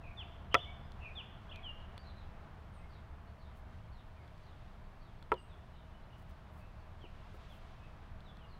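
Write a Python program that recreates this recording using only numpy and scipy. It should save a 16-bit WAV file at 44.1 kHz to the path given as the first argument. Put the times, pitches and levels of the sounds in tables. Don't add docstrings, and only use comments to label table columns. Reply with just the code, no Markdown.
import sys
import numpy as np
from scipy import signal
from scipy.fft import rfft, irfft
from scipy.io import wavfile

SR = 44100
rng = np.random.default_rng(int(sys.argv[2]) if len(sys.argv) > 2 else 0)


def master_out(mix):
    frames = np.transpose(np.atleast_2d(mix))
    ceiling = np.clip(frames, -1, 1)
    pcm = np.round(ceiling * 32767).astype(np.int16)
    wavfile.write(sys.argv[1], SR, pcm)


N = 378819
TIME = np.arange(N) / SR

# (frequency [Hz], time to fall by 60 dB [s], relative level at spot 0 [dB], relative level at spot 1 [dB])
WOOD_MODES = [(364, 0.13, -24, -15.5), (433, 0.058, -16, -11), (533, 0.093, -11.5, -18),
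              (711, 0.12, -21, -21), (760, 0.074, -45, -21), (975, 0.058, -16.5, -5),
              (1130, 0.029, -17, -19), (1140, 0.015, -34, -7), (1329, 0.026, 0.5, 0),
              (1650, .011, -25, -11.5), (1990, 0.013, -1.5, -7), (2000, 0.011, -18, -13.5),
              (2440, 0.018, -16, -16), (2460, 0.0066, 4.5, -24), (2990, 0.035, -8.5, -25),
              (4450, 0.013, -24, -32), (5100, 0.0035, -4.5, -16), (6000, 0.0099, -20.5, -23),
              (8540, 0.011, -16, -9), (12750, 0.0099, -7.5, -3)]
# (time [s], relative level [dB], brightness [Hz], spot on the table [0 or 1], time between bounces [s])
CLACKS = [(.5440, -18, 6550, 0, 0.001798), (.55083, -18.5, 2570, 0, 0.001504),
          (5.3187, -22.5, 2830, 1, 0.00219), (5.3234, -25, 2130, 1, 0.0017)]
# (time [s], relative level [dB], brightness [Hz], spot on the table [0 or 1])
BUMPS = [(1.978, -50, 2000, 0), (5.224, -55, 2000, 1), (7.041, -35, 340, 1), (7.344, -38, 400, 0)]
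BOUNCE_LOSS_DB, BOUNCE_DULLING = 3, 0.5
THUD_HZ, THUD_T60_S, THUD_DB = 107, 0.02, -5

# (frequency [Hz], time to fall by 60 dB [s], relative level [dB])
PIECE_MODES = [(3510, 0.02, -7.5), (4080, 0.0053, -2), (8450, 0.02, -37)]
# (time [s], relative level [dB])
TICKS = [(.92, -47.5), (1.56, -45), (1.9793, -42), (4.2784, -56.5), (4.3798, -57), (5.2268, -48),
         (5.3406, -44.5), (8.2057, -53), (8.3706, -54)]
# (time [s], length [s])
RUBS = [(3.546, 0.068), (6.165, 0.079), (6.283, 0.039), (6.5, 0.15), (7.328, .055), (7.473, .14)]
RUB_DB = -77

PLUNGE_SHAPE = [1.13, 1.07, 1, .85, .68]
SWOOP_SHAPE = [1.2, 1.09, 1, .965, .955]
ARCH_SHAPE = [.79, .92, 1, 1, 1, .98, .8]
FLICK_SHAPE = [.87, 0.99, 1.11]
BURR_SHAPE = [1.06, 0.96, 0.89]
HOOK_SHAPE = [.96, 1, 1, .9, .77]
PIPE_SHAPE = [.975, 1, 1.015]
SLUR_SHAPE = [1.25, 1, .8]
PLUNGE_S, SWOOP_S, ARCH_S, FLICK_S = 0.074, 0.1, 0.06, 0.02
BURR_S, HOOK_S, PIPE_S, SLUR_S = 0.12, 0.075, 0.085, 0.125
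# (time [s], pitch [Hz], relative level [dB])
PLUNGES = [(.166, 3256, -46), (1.15, 3280, -44.5), (7.003, 3030, -59.5), (7.487, 3250, -61.5)]
# (time [s], pitch [Hz], relative level [dB])
SWOOPS = [(1.626, 2903, -45.5), (2.715, 8440, -77.5), (4.155, 2150, -68), (5.32, 2880, -60.5),
          (5.475, 3440, -67.5), (8.24, 3450, -64), (8.38, 2890, -66), (8.47, 4180, -68.5)]
# (time [s], pitch [Hz], relative level [dB])
ARCHES = [(.526, 3434, -44.5), (.591, 3520, -47.5)]
# (time [s], pitch [Hz], relative level [dB])
FLICKS = [(.511, 3100, -52.5), (1.49, 3400, -54.5), (1.511, 3110, -45)]
# (time [s], pitch [Hz], relative level [dB])
BURRS = [(.015, 2546, -54), (.997, 2610, -48.5), (1.5, 2513, -55.5)]
# (time [s], pitch [Hz], relative level [dB])
HOOKS = [(2.037, 4070, -63.5), (2.152, 3970, -68)]
# (time [s], pitch [Hz], relative level [dB])
PIPES = [(.648, 2247, -56.5), (1.96, 4550, -67), (2.79, 2100, -67), (5.37, 8270, -74), (5.915, 2960, -69),
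         (6.09, 2910, -66), (6.6, 2600, -65.5), (7.8, 2570, -64.5)]
SLUR_TIMES = [2.884, 3.373, 3.9, 4.42, 4.99]
SLUR_HZ, SLUR_DB = 3795, -72
# (level [dB], share of the direct sound kept [0 to 1])
DIRECT_BY_LEVEL = [(-69, .62), (-53, 0.91)]
BURR_TRILL_HZ, BURR_TRILL_DEPTH = 30.9, 0.056
FLUTTER_PITCH, FLUTTER_DB = 0.035, 4

# (frequency [Hz], relative level per Hz [dB])
AIR = [(12, -24), (20, 7), (44, -4.5), (80, -1), (153, -10), (213, -13.5), (252, -22), (491, -24),
       (565, -24.5), (631, -21), (1070, -22.5), (2210, -31.5), (3450, -35.5), (7310, -51), (15500, -57)]
AIR_DB = -53.5
# (time [s], level [dB])
WIND = [(0.0, -50), (1.22, -52.5), (3.25, -53.5), (3.61, -53), (5.98, -54), (8.59, -53)]
# (time [s], level [dB])
TRAFFIC = [(0.0, -59.5), (0.96, -58), (2.2, -59), (4.06, -62.5), (8.59, -60.5)]
LEAVES_DB, GUST_AT_S, GUST_WIDTH_S, GUST_DB = -1, 7.55, 0.39, 6.5

# (time [s], pitch [Hz])
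WHINE = [(0.7, 685.7), (3.75, 646.5), (4.2, 644)]
WHINE_DB, WHINE_FADE_DB, WHINE_FADE_S = -65.5, 9.5, 1.7
DRONE_DB, DRONE_FADE_DB_PER_S = -54.5, 1.5

TOP_HZ = 15700


def undb(db):
    return 10 ** (np.asarray(db) / 20)


def unit(x):
    return x / np.sqrt(np.mean(x ** 2))


def curves(table):
    s, *columns = np.transpose(table)
    return [np.interp(TIME, s, column) for column in columns]


def add(track, s, sound):
    i = max(int(s * SR), 0)
    track[i:i + len(sound)] += sound[:max(N - i, 0)]


def filtered(x, hz, kind, order=2):
    edges_hz = np.minimum(hz, SR / 2 - 1)
    return signal.sosfilt(signal.butter(order, edges_hz, kind, fs=SR, output="sos"), x)


def noise(gain):
    spectrum = rfft(rng.standard_normal(2 * 2 ** 18))
    hz = np.linspace(1, SR / 2, 2 ** 18 + 1)
    return unit(irfft(spectrum * gain(hz))[:N])


def walk(rate):
    steps = 2 * rate * TIME
    return unit(np.interp(steps, np.arange(4096), rng.standard_normal(4096)))


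def fade(t, t60):
    return np.exp(-np.log(1000) * t / t60)


def ring(hz, t60, db):
    t = TIME[:SR // 4]
    return sum(undb(d) * fade(t, life) * np.sin(2 * np.pi * f * t) for f, life, d in zip(hz, t60, db))


def trees(x, t60, delay):
    t = TIME[:SR]
    tail = rng.standard_normal(len(t)) * fade(t, t60) * (1 - np.exp(-t / delay))
    return signal.fftconvolve(x, tail / np.linalg.norm(tail))[:N]


def clacks():
    out = np.zeros(N)
    hz, t60, *spots = np.transpose(WOOD_MODES)
    thud = ring([THUD_HZ], [THUD_T60_S], [THUD_DB])
    frame = table_frame()
    answers = [ring(hz, t60, db) + thud + undb(-12) * frame for db in spots]
    contacts = [contact for clack in CLACKS for contact in chatter(*clack, count=3)]
    for s, db, bright_hz, spot in contacts + BUMPS:
        add(out, s, -undb(db) * filtered(answers[round(spot)], bright_hz, "low"))
    out = filtered(out, 276, "high", order=1)
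    return out + undb(-31.5) * trees(out, t60=0.43, delay=0.025)


def chatter(s, db, bright_hz, spot, gap, count):
    return [(s + gap * k, db - BOUNCE_LOSS_DB * k, bright_hz / (1 + BOUNCE_DULLING * k), spot)
            for k in range(count)]


def table_frame():
    t = TIME[:SR // 4]
    crowd = unit(filtered(rng.standard_normal(len(t)), [300, 950], "band"))
    return crowd * fade(t, 0.079) * (1 - np.exp(-t / 0.0078))


def ticks():
    out, t = np.zeros(N), TIME[:SR // 4]
    piece = ring(*np.transpose(PIECE_MODES))
    for s, db in TICKS:
        crack = filtered(rng.standard_normal(len(t)), [900, 5000], "band", order=1) * fade(t, 0.0053)
        add(out, s, undb(db) * (crack / 2 + piece))
    return out


def rubs():
    out = np.zeros(N)
    brush = filtered(noise(np.ones_like), 4000, "high", order=1) * undb(2 * walk(120))
    for s, length in RUBS:
        stroke = np.sin(np.pi * np.clip((TIME - s) / length, 0, 1))
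        out += undb(RUB_DB) * brush * stroke
    return out


def birds():
    slurs = [(s, SLUR_HZ, SLUR_DB) for s in SLUR_TIMES]
    near, far = (sing(PLUNGES, PLUNGE_S, PLUNGE_SHAPE, direct=0.8)
                 + sing(SWOOPS, SWOOP_S, SWOOP_SHAPE, direct=0.83)
                 + sing(ARCHES, ARCH_S, ARCH_SHAPE, direct=0.72, swell=0.12)
                 + sing(FLICKS, FLICK_S, FLICK_SHAPE, direct=0.7)
                 + sing(BURRS, BURR_S, BURR_SHAPE, direct=0.52, trill=BURR_TRILL_DEPTH)
                 + sing(HOOKS, HOOK_S, HOOK_SHAPE, direct=0.54, swell=0.25)
                 + sing(PIPES, PIPE_S, PIPE_SHAPE, direct=0.83)
                 + sing(slurs, SLUR_S, SLUR_SHAPE, direct=0.41, swell=0.5))
    early_echo = trees(far, t60=0.2, delay=0.0035)
    late_echo = trees(near + far, t60=0.9, delay=0.0045)
    return 1.39 * near + 1.36 * early_echo + undb(-7.5) * late_echo


def sing(notes, length, shape, direct, trill=0, swell=1.0):
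    near, far = np.zeros((2, N))
    for s, hz, db in notes:
        share = np.clip(direct * np.interp(db, *np.transpose(DIRECT_BY_LEVEL)), 0, 1)
        buzz = 1.4 * (1 - share)
        note = undb(db) * whistle(length, hz * np.array(shape), buzz, trill, swell)
        add(near, s, share * note)
        add(far, s, (1 - share) * note)
    return np.array([near, far])


def whistle(length, glide_hz, buzz, trill=0, swell=0.97):
    u = np.linspace(0, 1, int(length * SR))
    glide = np.interp(u, np.linspace(0, 1, len(glide_hz)), glide_hz)
    glide = glide * (1 - trill * signal.sawtooth(2 * np.pi * BURR_TRILL_HZ * length * u))
    flutter = np.interp(u * length * 300, np.arange(100), rng.uniform(-1.5, 1.5, 100))
    phase = 2 * np.pi * np.cumsum(glide * (1 + FLUTTER_PITCH * buzz * flutter)) / SR
    loudness = undb(FLUTTER_DB * buzz * flutter) * np.abs(np.sin(np.pi * u)) ** swell
    return loudness * np.sin(phase)


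def chorus():
    scattered = twitter(0, 8.5, db=-75, length=0.036, low_hz=2530, octaves=1.0, count=56)
    cluster = twitter(5.8, 5.7, db=-74, length=0.042, low_hz=2940, octaves=0.49, count=14)
    quick = twitter(7.15, 7.85, db=-77.5, length=0.021, low_hz=2640, octaves=0.6, count=44)
    calls = scattered + cluster + quick
    return 0.5 * calls + 1.1 * trees(calls, t60=0.18, delay=0.0047)


def twitter(start, end, db, length, low_hz, octaves, count):
    out = np.zeros(N)
    for k, (when, pitch, span, slope) in enumerate(rng.random((count, 4))):
        s = start + (end - start) * (k + when) / count
        hz = low_hz * 2 ** (octaves * pitch ** 2)
        glide_hz = hz * (1 + (slope - 0.4) * np.array([0.2, 0, -0.16]))
        add(out, s, undb(db - 4 * pitch) * whistle(length * (0.5 + span), glide_hz, 0.5))
    return out


def park():
    hz, db = np.transpose(AIR)
    air = undb(AIR_DB) * noise(lambda f: undb(np.interp(np.log(f), np.log(hz), db)))
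    low, middle, high = [below(air, edge_hz) for edge_hz in (220, 2400, 8000)]
    return wind(low) + traffic(middle - low) + leaves(high - middle) + air - high


def below(x, edge_hz):
    backwards = filtered(x, edge_hz, "low")[::-1]
    return filtered(backwards, edge_hz, "low")[::-1]


def wind(band):
    level_db, = curves(WIND)
    return unit(band) * undb(level_db + 1.0 + 0.4 * walk(4.7))


def traffic(band):
    level_db, = curves(TRAFFIC)
    return unit(band) * undb(level_db - 0.65 + 0.5 * walk(6))


def leaves(band):
    gust_db = GUST_DB * np.exp(-((TIME - GUST_AT_S) / GUST_WIDTH_S) ** 2)
    return band * undb(LEAVES_DB + gust_db + walk(8))


def hum():
    return engine_whine() + engine_drone()


def engine_whine():
    hz, = curves(WHINE)
    tone = unit(np.sin(2 * np.pi * np.cumsum(hz + 22 * walk(39.6)) / SR))
    level_db = WHINE_DB - WHINE_FADE_DB * (1 - np.exp(-TIME / WHINE_FADE_S))
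    return undb(level_db) * undb(2 * walk(25)) * tone


def engine_drone():
    drone = noise(lambda f: 1 / (1 + ((f - 72) / 6) ** 2))
    return undb(DRONE_DB - DRONE_FADE_DB_PER_S * TIME) * drone


def scene():
    table = clacks() + ticks() + rubs()
    surroundings = birds() + chorus() + park() + hum()
    return (table + surroundings)[None]


def record(dry):
    return signal.sosfilt(signal.ellip(8, 0.2, 70, TOP_HZ, fs=SR, output="sos"), dry)


dry = scene()
out = record(dry)
master_out(out)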